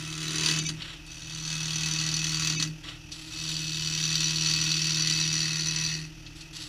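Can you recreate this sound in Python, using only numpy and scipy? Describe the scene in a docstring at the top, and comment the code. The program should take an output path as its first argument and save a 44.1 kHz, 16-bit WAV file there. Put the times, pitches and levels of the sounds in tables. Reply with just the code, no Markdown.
"""A hand-held steel tool takes three cuts from a blank spinning on a wood lathe.
Fibres tear in bursts on every turn and ring the tool and its rest; the load makes the machine drone.
Between cuts the tool is drawn back and knocks on the rest; it also rubs, light and bright, between cuts
and as a cut begins. The tool sounds in a small workshop, over motor hum, bed rumble and bearing whirr."""
import sys
import numpy as np
from scipy import signal
from scipy.fft import rfft, irfft
from scipy.io import wavfile
from scipy.ndimage import uniform_filter1d

SR = 44100
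rng = np.random.default_rng(int(sys.argv[2]) if len(sys.argv) > 2 else 0)


def wrap_up_sound(samples):
    """Save the sound to the file named by the first command line argument, as 16-bit audio."""
    columns = np.atleast_2d(samples).T
    # keep every value between -1 and 1, then stretch to whole-number steps
    tamed = np.clip(columns, -1, 1)
    steps = np.round(tamed * 32767).astype(np.int16)
    wavfile.write(sys.argv[1], SR, steps)


N = 294588
T = np.arange(N) / SR
HZ = np.fft.rfftfreq(N, 1 / SR)
TURN_SAMPLES = 1125
SPINDLE_HZ = SR / TURN_SAMPLES
FIRM_DB = -30  # scrape level that stands for firm pressure

# Table levels are relative. x3: one column per cut.
# hand pressure as scrape level, one list per cut: t/s, level/dB
PRESSURE = [
    [(0.0, -42.5), (0.138, -40), (0.416, -32), (0.468, -26.5), (0.594, -31), (0.63, -38.5), (0.668, -40),
     (0.697, -32.5), (0.715, -47.5), (0.77, -58)],
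    [(1.06, -57), (1.12, -47), (1.4, -41.5), (1.486, -35.5), (1.832, -32.5), (2.38, -31.5), (2.506, -27),
     (2.556, -36), (2.626, -27.5), (2.73, -60)],
    [(3.29, -53), (3.33, -42.5), (3.5, -34), (3.56, -37), (4.13, -28.5), (5.21, -28), (5.53, -31),
     (5.92, -32), (6.05, -47), (6.1, -63)],
]
# cuts at firm pressure: low rasp/dB, top fizz/dB, drone/dB, high side/turns, opposite bite/dB
CUTS = [(-9.4, -14, -35.4, .1, -6), (-13.6, -17, -35.6, -.028, -6), (-14.6, -18, -37.5, -.115, 0)]
# spectrum of tearing wood: f/Hz, level/dB x3
TEAR_SPECTRUM = [(190.0, -6, -17, -47), (397, -3, -16.5, -16.5), (550.0, -16.5, -16.5, -20),
                 (854, -15.5, -13, -20), (950, -5.5, -7, -10.5), (1730, -3.5, -5, -7.5),
                 (3000.0, 4.5, 0.5, 3.0), (4400.0, 1, -1.5, -0.5), (6570, 1.5, 0.5, 0.5),
                 (7860, -4.5, -7.0, -6.5), (9930, -15, -16.5, -13.5), (11770, -26, -25.5, -24.5),
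                 (12800.0, -20.5, -21, -19), (14400.0, -31.5, -32.0, -33), (15200.0, -23.5, -35, -36)]
# resonances and notches of tool and rest: f/Hz, width/Hz, gain/dB x3
STEEL_MODES = [(669, 52, 8, 1.5, 4.5), (1403, 280, 3, 3.5, 5), (1939, 143, 6, 7.5, 9),
               (2144, 120, -4.5, -3.5, -3.5), (2579, 98, 7.5, 11, 10), (2949, 105, 3.5, 4, 2),
               (3330, 247, 4, 6.5, 3.5), (3715, 154, 6.5, 8, 7), (3960, 96, 8.5, 6.5, 8),
               (4276, 134, 4.5, 10, 11), (4569, 280, 9, 12.5, 14), (4862, 136, 5, 3.5, 6),
               (5309, 168, 3, 5.5, 6.5), (5745, 168, 3, 7, 11), (5980, 182, 10.5, 11.5, 11),
               (6390, 245, 7, 8, 2.5), (7114, 294, 6.5, 5, 3.5), (7870, 260, -1, 2, 5),
               (8478, 240, -10, -11, -10.5), (9049, 460, 12, 8.5, 6), (10747, 980, 9, 6.5, 7),
               (13728, 675, 11, 10, 11.5)]
# scrape that recurs each turn: f/Hz, power share/1
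GRAIN_REPEAT = [(300, .85), (1300, .72), (2000, .34), (3500, .22), (6000, .2), (12000, .14)]
# colour change as the tool travels along the wood: low f/Hz, high f/Hz, change/dB x3
TRAVEL_BANDS = [(1785, 2200, -0.5, 4.5, 9.5), (2950, 3800, -2, -6, -6), (7050, 8500, -1, 0, -5),
                (13300, 14500, -4, 4, -9)]
# edge catches hard grain: t/s, level/dB
CATCHES = [(0.383, -15.5), (0.4348, -15), (0.4604, -13), (0.4862, -13), (0.5114, -17), (0.588, -17),
           (0.666, -17.5), (1.4515, -20), (1.758, -13.5), (1.81, -16), (1.834, -13), (1.8602, -12.5),
           (1.8861, -16), (1.9365, -14.5), (2.0898, -13.5), (2.141, -13.5), (2.166, -15.5), (2.1923, -15),
           (2.243, -14), (2.269, -15.5), (2.345, -15), (2.3965, -13), (2.4728, -10.5), (2.498, -15),
           (2.5995, -15), (2.6259, -12.5), (4.128, -15), (4.472, -14), (4.538, -11.5), (4.562, -11),
           (4.742, -15), (4.87, -13.5), (5.0225, -13), (5.0737, -13), (5.099, -12.5), (5.4043, -13.5),
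           (5.7094, -15)]
# scrape thins to ringing notes: centre t/s, length/s, note level/dB
THIN_SPELLS = [(.613, .026, -35), (.666, .04, -33), (2.575, .036, -33)]
# those notes: f/Hz, level/dB
RING_NOTES = [(2300, -9), (2580, -4), (2960, -8), (3460, -9), (3730, -6), (4665, -4), (5570, -8), (6010, 0),
              (6340, -2), (7170, -10)]
# tool rubs: t/s, length before release/s, level/dB, rise/s, kind ("draw": drawn back; else bright rub)
RUBS = [(0.753, 0.15, -42, 0.054, "draw"), (2.83, 0.076, -42, 0.008, "draw"),
        (3.109, 0.5, -46, .007, "push"), (6.344, 0.07, -51, 0.018, "push"),
        (6.525, 0.11, -40, 0.013, "push")]
# spectrum of the tool drawn back: f/Hz, level/dB
DRAW_SPECTRUM = [(240, -20), (400, -10), (534, -13), (780, -16.5), (1230, -7.5), (2360, -6), (3010, 1.5),
                 (3770, -2), (5190, -16.5), (5600, -5), (6040, -28), (7130, -13), (15000, -41)]
# spectrum of the tool's light, bright rubbing: f/Hz, level/dB
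BRIGHT_RUB_SPECTRUM = [(240, -50), (400, -20), (425, -11), (602, -12), (650, -12), (1410, -3), (1610, -5),
                       (2000, 1), (2250, -5), (3010, 2.5), (4460, 3), (7930, -7.5), (8560, -20),
                       (10400, -14.5), (15000, -39)]
# tool knocks on the rest: t/s, level/dB, centre f/Hz
KNOCKS = [(0.821, -24, 3000), (2.8888, -29.5, 3460), (3.122, -23, 4400), (6.266, -29.5, 3240),
          (6.411, -28, 4250)]
# other spindle orders at median load: order/1, level re drone/dB x3
LOAD_ORDERS = [(2, -33, -26, -31), (3, -32, -32, -30), (5, -28, -28, -28), (6, -29, -28, -33),
               (7, -35, -36, -36), (9, -20, -28, -21), (10, -37, -31, -35), (11, -49, -44, -44),
               (13, -41, -39, -37), (17, -33, -43, -36)]
# envelope of the drone's octave: t/s, level/dB
OCTAVE_LEVELS = [(0, -54), (.3, -47), (.5, -44), (.8, -63), (1.15, -62), (1.9, -50.5), (2.55, -48),
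                 (2.8, -66), (3.1, -64), (3.22, -52.5), (3.7, -52), (3.9, -58), (4.25, -49), (5.3, -50),
                 (5.8, -53), (6.05, -66), (6.45, -62), (6.6, -55)]
# spectrum of the shaken headstock: f/Hz, level/dB
GROWL_SPECTRUM = [(60, -60), (130, -10), (165, 2.5), (215, -6), (260, -11.5), (300, 6.5), (345, -5.5),
                  (400, -22), (600, -25), (1200, -49)]
# tool digs in: centre t/s, length/s, growl level/dB
DIGS = [(.55, 0.6, -47.5), (2.59, 0.22, -46), (4.947, .7, -62)]
# motor, belt and spindle tones: f/Hz, level/dB, waver/1
IDLE_TONES = [(39.2, -54, .2), (60, -65, .3), (68.2, -66, .2), (79.9, -61, .44), (117.6, -57, .15),
              (120, -62, .2), (135.7, -62, .1), (297, -60, .9), (325.6, -58.5, .12)]
# spectrum of the bed's rumble: f/Hz, level/dB
RUMBLE_SPECTRUM = [(8, -12), (18, 1), (40, -3), (64, 1), (140, -2), (210, -9), (270, -8), (300, -1),
                   (335, -7), (390, -14), (560, -22), (1200, -55)]
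# spectrum of bearings and fan: f/Hz, level/dB
WHIRR_SPECTRUM = [(240, -12), (400, -7), (841, -6.5), (921, -2), (1020, -13), (1290, -4), (1520, -6.5),
                  (2030, -4), (2150, -9), (2580, 5.5), (4010, -9.5), (5770, -3), (8180, -20), (9090, -18.5),
                  (15000, -27)]


def cutting(level_db=.4, rub_db=-1, chips_db=-9, catch_db=-10.5, flicker_db=3, sharpen=.42):
    """The bevel rubs all round the turn; chips part in bursts that drive the steel's resonances hard."""
    grain, depth = wood_grain(), bite()
    hand_tremble_db = drift(hz=29.8)
    rub = gain_of(rub_db + hand_tremble_db) * grain * evened(depth ** .33)
    # bands flicker apart: each chip favours its own resonances
    edges_hz = (2700, 3550, 4100, 4420, 5100, 5860, 6200, 6750, 8400, 12000, SR)
    parting = wood_grain()
    chips = sum(band(parting, lo, hi) * evened(depth * gain_of(flicker_db * drift(hz=80)))
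                for lo, hi in zip(edges_hz, edges_hz[1:]))
    snaps = band(rng.standard_normal(N), 2000, SR) * bursts(CATCHES, rise_s=.0015, decay_s=.0035)
    sway_db = .3 * drift(hz=4.5)
    thinning = 1 - .75 * sum(spell(at_s, length_s) for at_s, length_s, _ in THIN_SPELLS)
    treble_shelf_db = -6 / (1 + (3000 / (HZ + 1)) ** 4)
    out = np.zeros(N)
    for cut, (rows, (rasp_db, fizz_db, *_)) in enumerate(zip(PRESSURE, CUTS)):
        press_db, during = pressure(rows)
        body_db = spectrum(TEAR_SPECTRUM, cut + 1) + steel_db(cut)
        driven_db = body_db + sharpen * steel_db(cut)
        bevel = colour(rub, body_db + treble_shelf_db)
        scrape = tool_travel(bevel + gain_of(chips_db) * colour(chips, driven_db), cut)
        out += gain_of(level_db) * stroke(scrape, press_db + sway_db, during, rasp_db, fizz_db) * thinning
        filter_rms = np.sqrt(np.mean(gain_of(driven_db) ** 2))
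        out += gain_of(catch_db) * colour(snaps * during, driven_db) / filter_rms
    return out


def wood_grain(memory=.88):
    """The edge meets nearly the same grain each turn, giving lines at the spindle orders."""
    snaps = fractures(per_s=7000, spread_db=3.5, dust=.81)
    turns = np.resize(snaps, (N // TURN_SAMPLES + 1, TURN_SAMPLES))
    recurring = signal.lfilter([1], [1, -memory], turns, axis=0)
    recurring = (recurring / recurring.std(axis=1, keepdims=True)).ravel()[:N]
    fresh = fractures(per_s=9000, spread_db=2, dust=.9)
    share = spectrum(GRAIN_REPEAT)
    return irfft(rfft(recurring) * np.sqrt(share) + rfft(fresh) * np.sqrt(1 - share), N)


def fractures(per_s, spread_db, dust):
    """Tiny snaps of uneven size in a haze of dust."""
    sizes = gain_of(spread_db * np.minimum(rng.exponential(1, N), 3)) * rng.choice([-1, 1], N)
    snaps = evened(sizes * (rng.random(N) < per_s / SR))
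    return evened(snaps + dust * rng.standard_normal(N))


def bite(side_grain=.23, opposite=.63, uneven_db=1.5, belt_yield_turns_per_db=.007):
    """Cut depth: the edge bites end grain twice a turn, most on the high side, and skims the low side."""
    angle_turns, opposite_db = T * SPINDLE_HZ, np.zeros(N)
    for rows, (*_, high_side_turns, side_db) in zip(PRESSURE, CUTS):
        press_db, during = pressure(rows)
        angle_turns -= during * (high_side_turns + belt_yield_turns_per_db * press_db)
        opposite_db += during * side_db * gain_of(press_db)  # a light touch evens out the two sides

    def lobe(at_turns, rise_turns=.048, fall_turns=.075):
        past_turns = (angle_turns - at_turns + .5) % 1 - .5
        return np.exp(-.5 * (past_turns / np.where(past_turns < 0, rise_turns, fall_turns)) ** 2)

    depth = side_grain + lobe(0) + opposite * gain_of(opposite_db) * lobe(.47)
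    clearing = 1 - .75 * lobe(.76)
    return depth * clearing * gain_of(uneven_db * drift(hz=39.7))


def pressure(rows):
    """Hand pressure in dB re firm, and the cut's on/off mask."""
    times_s, db = np.transpose(rows)
    return np.interp(T, times_s, db) - FIRM_DB, (T >= times_s[0]) & (T <= times_s[-1])


def steel_db(cut):
    """Response of tool and rest at one cut's position."""
    return sum(db[cut] / (1 + (2 * (HZ - hz) / width_hz) ** 2) for hz, width_hz, *db in STEEL_MODES)


def tool_travel(sound, cut, wander_db=.7):
    """Bands wander, and grow or fade as the tool moves along the wood."""
    rows = PRESSURE[cut]
    progress = np.interp(T, (rows[0][0], rows[-1][0]), (-.5, .5))
    out = sound.copy()
    for lo_hz, hi_hz, *change_db in TRAVEL_BANDS:
        shift_db = change_db[cut] * progress + wander_db * drift(hz=23)
        out += band(sound, lo_hz, hi_hz) * (gain_of(shift_db) - 1)
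    return out


def stroke(sound, press_db, during, rasp_db, fizz_db):
    """One tool stroke: pressure sets the level; low rasp and top fizz grow slower than the mid band."""
    bands = [(0, 2300, rasp_db + .82 * press_db),
             (2300, 7500, press_db),
             (7500, SR, fizz_db + .78 * press_db)]
    out = np.zeros(N)
    for lo_hz, hi_hz, db in bands:
        part = band(sound, lo_hz, hi_hz)
        out += part / part[during].std() * gain_of(FIRM_DB + db)
    return out * uniform_filter1d(during * 1., size=500)


def ringing(mode_hz=2588, firm_level_db=-42.5):
    """The rest's longest-lived mode sings between bites; a few notes stand out where the scrape thins."""
    force = sum(during * gain_of(press_db) for press_db, during in map(pressure, PRESSURE))
    mode = tone(mode_hz, waver=.9, waver_hz=36)
    notes = evened(sum(gain_of(db) * tone(hz, waver=.9, waver_hz=55) for hz, db in RING_NOTES))
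    spells = sum(gain_of(db) * spell(at_s, length_s) for at_s, length_s, db in THIN_SPELLS)
    return gain_of(firm_level_db) * force ** .8 * mode + spells * notes


def rubbing(level_db=-2, judder_db=2, swell_db_per_s=11, release_db_per_s=170):
    """The tool is drawn back after a cut, or rubs light and bright between cuts and as a cut begins."""
    rub = fractures(per_s=3000, spread_db=2.5, dust=.8) * gain_of(judder_db * drift(hz=69.6))
    modes_db = .4 * steel_db(cut=1)
    drawn = colour(rub, spectrum(DRAW_SPECTRUM) + modes_db)
    bright = colour(rub, spectrum(BRIGHT_RUB_SPECTRUM) + modes_db)
    out = np.zeros(N)
    for start_s, length_s, db, rise_s, kind in RUBS:
        sound, rasp_db, fizz_db = (drawn, -8, -21.5) if kind == "draw" else (bright, -14.5, -13.5)
        age_s = np.maximum(T - start_s, 0)
        release_db = release_db_per_s * np.maximum(age_s - length_s, 0)
        press_db = db - FIRM_DB + swell_db_per_s * age_s - release_db
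        during = (age_s > 0) & (age_s < 2 * length_s)
        out += np.minimum(age_s / rise_s, 1) * stroke(sound, press_db, during, rasp_db, fizz_db)
    return gain_of(level_db) * out


def knocking(level_db=-11):
    """Short scuffs as the tool is set down on the rest."""
    out, grit = np.zeros(N), rng.standard_normal(N)
    for at_s, db, centre_hz in KNOCKS:
        body_db = .8 * steel_db(cut=1) - 13 * np.log2((HZ + 1) / centre_hz) ** 2
        scuff = evened(irfft(rfft(grit) * gain_of(body_db), N))
        out += scuff * bursts([(at_s, db)], rise_s=.005, decay_s=.011)
    return gain_of(level_db) * out


def drone(growl_db=-55):
    """Cutting force shakes the lathe at the spindle orders; the fourth meets a resonance of the bed."""
    load = machine_load()
    fourth = tone(4 * SPINDLE_HZ, waver=.04, waver_hz=25)
    others = sum(gain_of(by_cut(db)) * tone(order * SPINDLE_HZ, waver=.15, waver_hz=14)
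                 for order, *db in LOAD_ORDERS)
    others *= (load / np.median(load)) ** .31  # these grow faster than the fourth
    # beats against the motor tone just above it
    octave = tone(8 * SPINDLE_HZ, waver=.08, waver_hz=10)
    octave *= gain_of(np.interp(T, *np.transpose(OCTAVE_LEVELS)))
    digs = sum(gain_of(db) * spell(at_s, length_s) for at_s, length_s, db in DIGS)
    growl = noise(spectrum(GROWL_SPECTRUM)) * (gain_of(growl_db) * load / load.max() + digs)
    return load * (fourth + others) + growl + octave


def machine_load(free_db=-52.5, bite_db=-43.5, lag_s=.072, follow_db_per_db=.63, skim_db_per_db=5.6):
    """Shaking follows pressure, slightly late; below bite_db the edge skims and it falls away."""
    force = np.zeros(N)
    for rows, (_, _, drone_db, *_) in zip(PRESSURE, CUTS):
        press_db, during = pressure(rows)
        skim_db = np.maximum(bite_db - FIRM_DB - press_db, 0)
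        force += during * gain_of(drone_db + follow_db_per_db * press_db - skim_db_per_db * skim_db)
    return gain_of(free_db) + np.interp(T - lag_s, T, uniform_filter1d(force, size=4000))


def motor(rumble_db=-55.3, whirr_db=-51, throb=.2):
    """Free-running lathe: tones, bed rumble, and bearing whirr that throbs with the spindle."""
    tones = sum(gain_of(db) * tone(hz, waver, waver_hz=4) for hz, db, waver in IDLE_TONES)
    rumble = gain_of(rumble_db) * noise(spectrum(RUMBLE_SPECTRUM))
    whirr = gain_of(whirr_db) * noise(spectrum(WHIRR_SPECTRUM) + .3 * steel_db(cut=2))
    whirr *= 1 + throb * np.sin(2 * np.pi * SPINDLE_HZ * T)
    return tones + rumble + whirr


def workshop(x, t60_s=.039, wet_db=-12):
    """A cluttered room adds a short, weak tail of sparse reflections."""
    t = T[:SR // 2]
    taps = rng.standard_normal(len(t)) * (rng.random(len(t)) < .06)
    taps *= (t > .004) * gain_of(-60 * t / t60_s)
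    return x + gain_of(wet_db) * signal.fftconvolve(x, taps / np.linalg.norm(taps))[:N]


def gain_of(db):
    """dB to amplitude."""
    return 10 ** (np.asarray(db) / 20)


def evened(x):
    """Scale to rms 1."""
    return x / np.sqrt(np.mean(x ** 2) + 1e-20)


def spectrum(rows, column=1):
    """Table column interpolated over log frequency."""
    table = np.array(rows, float)
    return np.interp(np.log(HZ + 1), np.log(table[:, 0]), table[:, column])


def colour(x, db):
    """Minimum-phase filter: resonances ring after each click."""
    log_gain = np.log(gain_of(np.maximum(db, db.max() - 100)))
    cepstrum = irfft(log_gain, N)
    cepstrum[1:N // 2] *= 2
    cepstrum[N // 2 + 1:] = 0
    return irfft(rfft(x) * np.exp(rfft(cepstrum)), N)


def band(x, lo_hz, hi_hz):
    """Brick-wall band-pass."""
    return irfft(rfft(x) * ((HZ >= lo_hz) & (HZ < hi_hz)), N)


def noise(shape_db):
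    """Coloured noise, rms 1."""
    return evened(colour(rng.standard_normal(N), shape_db))


def drift(hz, points=8192):
    """Slow random signal, rms 1, rolling off at hz."""
    rates_hz = np.fft.rfftfreq(points, T[-1] / points)
    slow = irfft(rfft(rng.standard_normal(points)) * np.exp(-(rates_hz / hz) ** 2), points)
    return np.interp(T, np.linspace(0, T[-1], points), evened(slow))


def tone(hz, waver, waver_hz):
    """Tone wavering in level and phase, rms 1."""
    carrier = np.exp(2j * np.pi * (hz * T + rng.random()))
    wobble = drift(waver_hz) + 1j * drift(waver_hz)
    return evened((carrier * (1 + waver * wobble)).real)


def bursts(rows, rise_s, decay_s):
    """Envelope with a linear rise and exponential decay at each (t/s, level/dB)."""
    out = np.zeros(N)
    for peak_s, db in rows:
        age_s = np.maximum(T - peak_s + rise_s, 0)
        decay = np.exp(-np.maximum(age_s - rise_s, 0) / decay_s)
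        out += gain_of(db) * np.minimum(age_s / rise_s, 1) * decay
    return out


def spell(centre_s, length_s):
    """Smooth flat-topped window."""
    return np.exp(-(2 * (T - centre_s) / length_s) ** 4)


def by_cut(values):
    """Hold one value per cut, glide between cuts."""
    edges_s = [rows[end][0] for rows in PRESSURE for end in (0, -1)]
    return np.interp(T, edges_s, np.repeat(values, 2))


def scene():
    """Tool sounds in the room, over the machine; mono."""
    tool = cutting() + ringing() + rubbing() + knocking()
    return (workshop(tool) + drone() + motor())[None]


def record(dry):
    """Low-pass at 15.4 kHz."""
    taps = signal.firwin(511, 15400, window=("kaiser", 9), fs=SR)
    return signal.oaconvolve(dry, taps[None], "same")


dry = scene()
out = record(dry)
wrap_up_sound(out)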